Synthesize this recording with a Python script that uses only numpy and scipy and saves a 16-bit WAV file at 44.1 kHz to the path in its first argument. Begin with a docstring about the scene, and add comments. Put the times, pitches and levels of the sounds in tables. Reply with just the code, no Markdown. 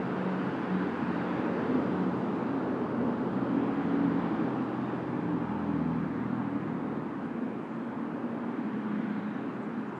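"""Distant road traffic heard from the foot of a rock wall, as swelling bands of noise over still air.
From the start a heavy vehicle drones past, a series of engine orders whose pitch sinks overall, among far engine
tones. A steady engine joins, exhausts boom as gliding tones, one swells loudly under load and a tread sings.
Later an engine drone wavers and soft rustles, fast-wandering sines, flick by; near the end one more engine
hums while a small bird chirps faintly in short sine notes with an echo."""
import sys
import numpy as np
from scipy import signal
from scipy.fft import rfft, irfft, next_fast_len
from scipy.io import wavfile
from scipy.ndimage import uniform_filter1d

SR = 44100
rng = np.random.default_rng(int(sys.argv[2]) if len(sys.argv) > 2 else 0)


def unload_wav(signal):
    """Save mono or channel-first audio to the path in sys.argv[1] as 16-bit WAV at rate SR, clipped to [-1, 1]."""
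    wavfile.write(
        sys.argv[1],
        SR,
        np.round(np.clip(np.atleast_2d(signal).T, -1, 1) * 32767).astype(np.int16),
    )


N = 440559
TIME = np.arange(N) / SR  # s

# Exhaust rumble of the traffic. Each row: time in seconds, level in dB before the offset of each user.
EXHAUST_LEVEL = [(0, -37), (0.7, -35), (1.1, -33.5), (1.75, -33), (2.1, -33), (3.2, -33.5), (3.8, -33.5),
                 (4.25, -32.5), (5, -35.5), (6.4, -35.5), (6.9, -36.5), (7.75, -38.5), (8.75, -36),
                 (9.99, -39.5)]


def gain_of(db):
    """Level to amplitude: 20 dB is a factor of ten."""
    return 10 ** (np.asarray(db) / 20)


def evened(x):
    """Normalization: divides by the root mean square, so that equal gains mean equal power."""
    return x / np.sqrt(np.mean(x ** 2) + 1e-20)


def curves(rows):
    """Linear interpolation in time of every column after the first."""
    seconds, *columns = np.transpose(rows)
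    return [np.interp(TIME, seconds, column) for column in columns]


def present(rows, fade=0.13):
    """Linear fades over `fade` seconds at the ends of a table; a source sounding from the start has no rise."""
    start, end = rows[0][0], rows[-1][0]
    rise = np.clip((TIME - start) / fade, 0, 1) if start > fade else 1
    return rise * np.clip((end - TIME) / fade, 0, 1)


def arch(middle, length):
    """Swell envelope: a half sine, raised to a power, that climbs from silence to 1 and sinks back."""
    phase = np.clip((TIME - middle) / length + .5, 0, 1)
    return np.sin(np.pi * phase) ** 0.79  # a power below 1 steepens the ends


def drift(rate_hz):
    """Low-passed random process: white noise under a Gaussian spectrum wanders slowly, with rms 1."""
    steps = TIME[::16]  # a coarse grid is enough for slow changes
    size = next_fast_len(len(steps))
    hz = np.fft.rfftfreq(size, steps[1])
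    slow = irfft(rfft(rng.standard_normal(size)) * np.exp(-(hz / rate_hz) ** 2), size)
    return evened(np.interp(TIME, steps, slow[:len(steps)]))


def rush(spectrum, patchy_db):
    """Spectral shaping: noise of rms 1, broken into soft patches by the moving air on its way."""
    hz = np.fft.rfftfreq(4096, 1 / SR)
    real, imag, patches = rng.standard_normal((3, N // 1024 + 3, len(hz)))
    patches = uniform_filter1d(patches, size=8, axis=0)  # smooth in time
    patches = evened(uniform_filter1d(patches, size=36, axis=1))  # smooth in frequency
    corner_hz, corner_db = np.transpose(spectrum)
    colour_db = np.interp(np.log(hz + 1), np.log(corner_hz), corner_db)
    colour_db -= 40 * np.log10(np.maximum(hz / corner_hz[-1], 1))  # 12 dB per octave above the last row
    frames = (real + 1j * imag) * gain_of(colour_db + patchy_db * patches)
    return evened(signal.istft(frames.T, nperseg=4096, noverlap=3072)[1][:N])


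def tone(hz, scatter, spread_hz):
    """Multipath interference: a direct sine plus randomly scattered paths that make it waver, with rms 1."""
    direct = np.exp(2j * np.pi * np.cumsum(hz) / SR)
    paths = 1 + scatter * (drift(spread_hz) + 1j * drift(spread_hz))
    return evened((direct * paths).real)


def still_air():
    """Background noise: a faint, steady broadband floor."""
    # Each row: frequency in Hz, relative density in dB per Hz.
    air_spectrum = [(30, -1.5), (3000, 4.5), (5500, 2.5), (7500, 0.5), (9000, -2), (11000, -7),
                    (14000, -13.5), (16000, -19)]
    return gain_of(-75.5) * rush(air_spectrum, patchy_db=.5)


def engine_drone():
    """Incoherent addition: many far engines and exhausts merge into low bands of noise."""
    # Deep engine noise and exhaust rumble. Each row: frequency in Hz, relative density in dB per Hz.
    deep_spectrum = [(20, -42.5), (33, -40.5), (50, -36), (65, -30.5), (82, -18.5), (100, -13.5), (120, -1),
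                     (160, -0.5), (185, -7.5), (230, -28), (330, -52.5)]
    exhaust_spectrum = [(110, -52.5), (150, -13), (185, -2.5), (215, -1.5), (245, 2), (280, 0.5), (312, -3),
                        (340, -6), (400, -18), (700, -47.5)]
    # Deep engine noise. Each row: time in seconds, level in dB before a boost of 6 dB.
    deep_rows = [(0, -52), (1.6, -51), (2.8, -57), (3.8, -51), (4.5, -56), (5.1, -52), (6.5, -56),
                 (7.8, -58), (9.99, -54)]
    deep_db, = curves(deep_rows)
    exhaust_db, = curves(EXHAUST_LEVEL)
    deep = gain_of(deep_db + 6 + 1.1 * drift(2.8)) * rush(deep_spectrum, patchy_db=0.9)
    exhaust = gain_of(exhaust_db - 0.58 + 0.5 * drift(11)) * rush(exhaust_spectrum, patchy_db=-0.38)
    return deep + exhaust


def road_roar():
    """Band noise: bodies roar above the engines, tread noise centres near 900 Hz, thin treble lies on top."""
    # Body roar, tyre roar and thin treble. 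Each row: frequency in Hz, relative density in dB per Hz.
    body_spectrum = [(200, -39.5), (310, -3), (365, 0), (420, 1), (500, -3), (560, -4.5), (640, -8.5),
                     (780, -14.5), (1300, -48)]
    tyre_spectrum = [(400, -36), (580, -9.5), (700, -1), (840, 2.5), (1050, 1), (1280, -2), (1500, -10),
                     (2000, -24), (4000, -58)]
    treble_spectrum = [(3000, -19.5), (4000, -3.5), (4700, 1.5), (5500, -7), (7500, -13), (10000, -22.5),
                       (15000, -41)]
    # The same three. Each row: time in seconds, level in dB (before +2 dB for tyres, -3 dB for treble).
    body_rows = [(0.0, -36), (0.05, -38), (1.33, -39.5), (1.72, -34.5), (1.83, -37.5), (3.28, -36.5),
                 (6.57, -45), (6.93, -40.5), (7.18, -47.5), (7.2, -41), (7.29, -43.5), (9.99, -45.5)]
    tyre_rows = [(0.0, -44), (1.55, -42.5), (3.84, -44.5), (4.31, -43), (5.29, -46.5), (5.42, -44.5),
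                 (6.34, -47), (6.37, -45), (7.48, -49.5), (8.15, -47), (9.85, -48.5), (9.99, -46)]
    treble_rows = [(0.05, -67), (1.91, -66.5), (2.9, -71), (4.36, -69.5), (7.35, -79), (9.9, -76.5)]
    body_db, tyre_db, treble_db = (curves(rows)[0] for rows in (body_rows, tyre_rows, treble_rows))
    body = gain_of(body_db) * rush(body_spectrum, patchy_db=1.0)
    tyres = gain_of(tyre_db + 2) * rush(tyre_spectrum, patchy_db=0.5)
    return body + tyres + gain_of(treble_db - 3) * rush(treble_spectrum, patchy_db=1.0)


def nearby(far_db, cars):
    """Inverse-square law: the power of each passing car falls with distance and adds to the far traffic."""
    power = gain_of(far_db) ** 2
    for closest, half, db in cars:
        power = power + gain_of(db) ** 2 / (1 + ((TIME - closest) / half) ** 2)
    return np.sqrt(power)


def tyre_hiss():
    """Air absorption: distance removes treble, so tyre hiss and sizzle follow the nearest cars."""
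    # Hiss and the sizzle above it. Each row: frequency in Hz, relative density in dB per Hz.
    hiss_spectrum = [(800, -27), (1200, -6), (1450, 2), (1650, 0), (2000, -5.5), (2400, -9.5),
                     (2900, -19.5), (5000, -44.5)]
    sizzle_spectrum = [(1500, -28.5), (2200, -6), (2650, 2), (3200, -1.5), (4000, -7.5), (4700, -17.5),
                       (5400, -27.5), (7500, -38)]
    # Nearer cars. Each row: time when closest in seconds, time until half power in seconds,
    # hiss level in dB, sizzle level in dB.
    near_cars = [(0.3, 0.54, -49, -62.5), (1.2, 0.54, -46.3, -57.5), (2.0, 0.4, -60, -64),
                 (4.15, 0.68, -50, -60.5), (6.3, .4, -54, -70), (9.05, 0.48, -52, -63.5)]
    hiss_gain = nearby(-54.5, [(s, half, db) for s, half, db, _ in near_cars])
    sizzle_gain = nearby(-70.5, [(s, half, db) for s, half, _, db in near_cars])
    hiss = hiss_gain * rush(hiss_spectrum, patchy_db=1.0)
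    sizzle = sizzle_gain * rush(sizzle_spectrum, patchy_db=1.6)
    return gain_of(0.18 * drift(2.7)) * (hiss + sizzle)


def passing_engine(fading_db=1.0, fading_hz=1.0):
    """Harmonic series: orders sink together; ground and wall echoes make each fade and surge on its own."""
    # Engine speed. Each row: time in seconds, cycle rate in Hz.
    speed_rows = [(0, 46.3), (0.8, 46.34), (1.2, 44.82), (2.5, 45.64), (3.8, 44.36), (4.55, 43.12),
                  (5.35, 42.77), (5.55, 41.08), (6.4, 40.48), (7.6, 39.33)]
    # Orders between surges. Each row: multiple of the cycle rate, level in dB.
    order_rows = [(2, -62), (3, -55.5), (4, -49.5), (5, -55), (6, -55.5), (7, -49.5)]
    # Surges, where echoes reinforce one order. Each row: middle in seconds, length in seconds,
    # multiple of the cycle rate, level in dB.
    surge_rows = [(0.025, 0.24, 4, -35), (0.34, 0.42, 4, -32), (0.76, 0.22, 4, -30), (0.95, 0.76, 2, -56),
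                  (1.2, 0.42, 4, -38), (2.1, 0.86, 4, -38.5), (4.014, 0.6, 4, -36), (4.1, 0.8, 2, -59),
                  (4.418, 0.3, 4, -43), (4.6, 0.7, 3, -46), (5.2, 1.0, 3, -49.5), (5.3, 0.36, 4, -38),
                  (5.284, 0.38, 6, -42), (5.27, 0.56, 7, -36.5), (5.6, 0.52, 5, -37), (5.703, 0.3, 7, -35),
                  (5.748, 1.1, 2, -50.5), (5.88, 0.55, 4, -36), (5.87, 0.34, 6, -35),
                  (6.267, 0.23, 6, -37.5), (6.35, 0.69, 3, -44.5), (6.35, 0.28, 4, -43.5),
                  (6.35, 0.71, 5, -40.5), (6.524, 0.16, 7, -35.5), (6.672, 0.26, 4, -40.5),
                  (7.0, 0.5, 4, -48)]
    cycle_hz, = curves(speed_rows)
    out = np.zeros(N)
    for order, base_db in order_rows:
        surge = sum(gain_of(db) * arch(s, length) for s, length, k, db in surge_rows if k == order)
        level = np.hypot(gain_of(base_db + fading_db * drift(fading_hz)), surge)  # powers add
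        out += level * tone(order * cycle_hz, scatter=0.024 * order, spread_hz=10)
    return out * present(speed_rows, fade=0.62)


def far_engines(level_db=-9, fading_db=5, count=5):
    """Frequency and amplitude modulation: a few tones wander in pitch and surface within the rumble."""
    exhaust_db, = curves(EXHAUST_LEVEL)
    out = np.zeros(N)
    for centre_hz in np.geomspace(215.7, 319.8, num=count):
        pitch = centre_hz * (1 + 0.045 * drift(.8))
        fading = gain_of(fading_db * np.tanh(drift(2.7)))  # tanh bounds the fading
        out += fading * np.sin(2 * np.pi * np.cumsum(pitch) / SR)
    return gain_of(exhaust_db + level_db) * evened(out)


def steady_engine(firing_hz=64.3, fading_db=1.5):
    """Half-order excitation: uneven cylinders add 1.5 times the firing rate to a constant hum that swells."""
    # Each row: multiple of the firing rate, middle in seconds, length in seconds, level in dB.
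    swells = [(1, 3.6, 3.0, -66), (1.5, 1.85, 1.0, -54.5), (1.5, 2.9, 0.9, -53), (1.5, 4.1, 1.3, -58),
              (2, 2.5, 2.2, -50.5), (2, 3.58, 0.7, -46.5)]
    out = np.zeros(N)
    for order, middle, length, db in swells:
        hum = tone(np.full(N, order * firing_hz), scatter=0.086, spread_hz=4)
        out += gain_of(db + fading_db * drift(0.82)) * arch(middle, length) * hum
    return out


def exhaust_booms():
    """Gliding tones: a firing tone of another vehicle swells out of the rumble and sinks back."""
    # Each row: middle in seconds, length in seconds, pitch in Hz, glide in Hz per second, level in dB.
    boom_rows = [(1.752, 0.17, 254, 1.5, -32), (2.62, 0.33, 273.6, -30.5, -38.5),
                 (3.08, 0.3, 240.3, 19.5, -35), (3.379, 0.5, 192.6, -9.5, -41.5),
                 (3.6, 0.17, 236.3, -0.5, -33.5), (4.05, 0.39, 236.6, -1, -38),
                 (4.33, 0.4, 311.6, 0, -38.5), (4.605, 0.6, 263, -9.5, -38), (8.947, 0.77, 254.3, 0, -46),
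                 (9.08, 0.65, 181, 0, -46)]
    out = np.zeros(N)
    for middle, length, hz, glide, db in boom_rows:
        pitch = hz + glide * np.clip(TIME - middle, -length, length)
        out += gain_of(db) * arch(middle, length) * tone(pitch, scatter=.13, spread_hz=12)
    return out


def throttled_engine(rows, scatter, spread_hz):
    """Firing frequency: one tone follows the throttle, and its scattered paths make it waver."""
    hz, db = curves(rows)
    return gain_of(db) * present(rows) * tone(hz, scatter, spread_hz)


def lone_engines():
    """Tonal prominence: three engines that enter in turn stand out of the rumble as single tones."""
    # The loudest exhaust, swelling twice under load; a far engine whose drone wavers;
    # a late vehicle easing off and picking up again.
    # Each row: time in seconds, firing tone in Hz, level in dB.
    loud_rows = [(3.1, 279, -43), (3.52, 277, -39), (3.6, 278, -30), (3.74, 279, -38), (3.9, 279.5, -35),
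                 (3.97, 279.7, -27.5), (4.03, 280, -27), (4.12, 277, -33.5), (4.33, 278, -39.5)]
    wavering_rows = [(6.85, 226, -45), (7.1, 231, -43), (7.45, 231, -39), (7.7, 229, -49),
                     (8.0, 231.7, -38.5), (8.45, 232.9, -38.5), (8.8, 231.7, -44.5), (9.4, 234.4, -46),
                     (9.7, 236, -50)]
    late_rows = [(8.58, 216, -52), (8.75, 214, -37), (8.95, 211, -36), (9.1, 207.5, -35.5),
                 (9.21, 208, -38.5), (9.32, 211.5, -37.5), (9.5, 210, -52), (9.8, 214, -38),
                 (9.99, 216, -44)]
    return (throttled_engine(loud_rows, scatter=.1, spread_hz=12)
            + throttled_engine(wavering_rows, scatter=.33, spread_hz=14)
            + throttled_engine(late_rows, scatter=.14, spread_hz=12))


def tread(fading_db=2):
    """Narrow-band noise: coarse tread blocks sing a fuzzy, broken note, half buried in the roar."""
    # Each row: time in seconds, pitch in Hz, level in dB.
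    tread_rows = [(3.3, 751, -55), (3.8, 770, -49.5), (4.4, 788.4, -49.5), (4.8, 810, -50),
                  (5.2, 841, -53.5), (5.48, 851, -48.5), (5.8, 850, -58)]
    hz, db = curves(tread_rows)
    note = tone(hz, scatter=3, spread_hz=70)  # scattered paths outweigh the direct sine
    return gain_of(db + fading_db * drift(5)) * present(tread_rows) * note


def rustles(level_db=-1):
    """Random frequency modulation: fast wandering turns short high sines into thin, raspy flicks."""
    # Each row: start in seconds, centre in Hz, length in seconds, level in dB before level_db.
    flicks = [(7.245, 7800, .025, -78), (7.61, 7600, .07, -81), (7.67, 6900, .12, -78),
              (9.519, 6700, .05, -76), (9.615, 6900, .05, -76), (9.86, 6700, .05, -75),
              (9.945, 7500, 0.078, -74)]
    out = np.zeros(N)
    rasp_hz = drift(900) * 520
    for start, hz, length, db in flicks:
        rasp = np.sin(2 * np.pi * np.cumsum(hz + rasp_hz) / SR)
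        out += gain_of(db + level_db) * arch(start + length / 2, length) * rasp
    return out


def bird(echo_t60=0.25, echo_db=-5):
    """Exponential decay: short, high, quavering notes leave a brief echo off the rock (t60 in seconds)."""
    # Each row: start in seconds, pitch in Hz, length in seconds, level in dB.
    chirps = [(9.33, 5950, 0.03, -77), (9.619, 7870, 0.022, -77)]
    quaver = np.cumsum(drift(600) * 110) / SR  # in cycles, from a deviation of 110 Hz rms
    notes = np.zeros(N)
    for start, hz, length, db in chirps:
        note = np.sin(2 * np.pi * (hz * TIME + quaver))
        notes += gain_of(db) * arch(start + length / 2, length) * note
    decay = np.exp(-np.log(1000) * TIME[:SR // 2] / echo_t60)
    tail = rng.standard_normal(SR // 2) * decay
    echo = signal.oaconvolve(notes, tail / np.linalg.norm(tail))[:N]
    return notes + gain_of(echo_db) * echo


def scene():
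    """Superposition: the pressures of all sources add at one microphone."""
    traffic = engine_drone() + road_roar() + tyre_hiss()
    engines = passing_engine() + far_engines() + steady_engine() + exhaust_booms() + lone_engines()
    return (still_air() + traffic + engines + tread() + rustles() + bird())[None]


def record(dry):
    """Band limitation: soft ends, then the recorder's linear-phase low-pass."""
    ends = signal.windows.tukey(N, .0003)
    low_pass = signal.firwin(511, 15700, window=("kaiser", 9), fs=SR)  # edge in Hz
    return signal.oaconvolve(dry * ends, low_pass[None], "same")


dry = scene()
out = record(dry)
unload_wav(out)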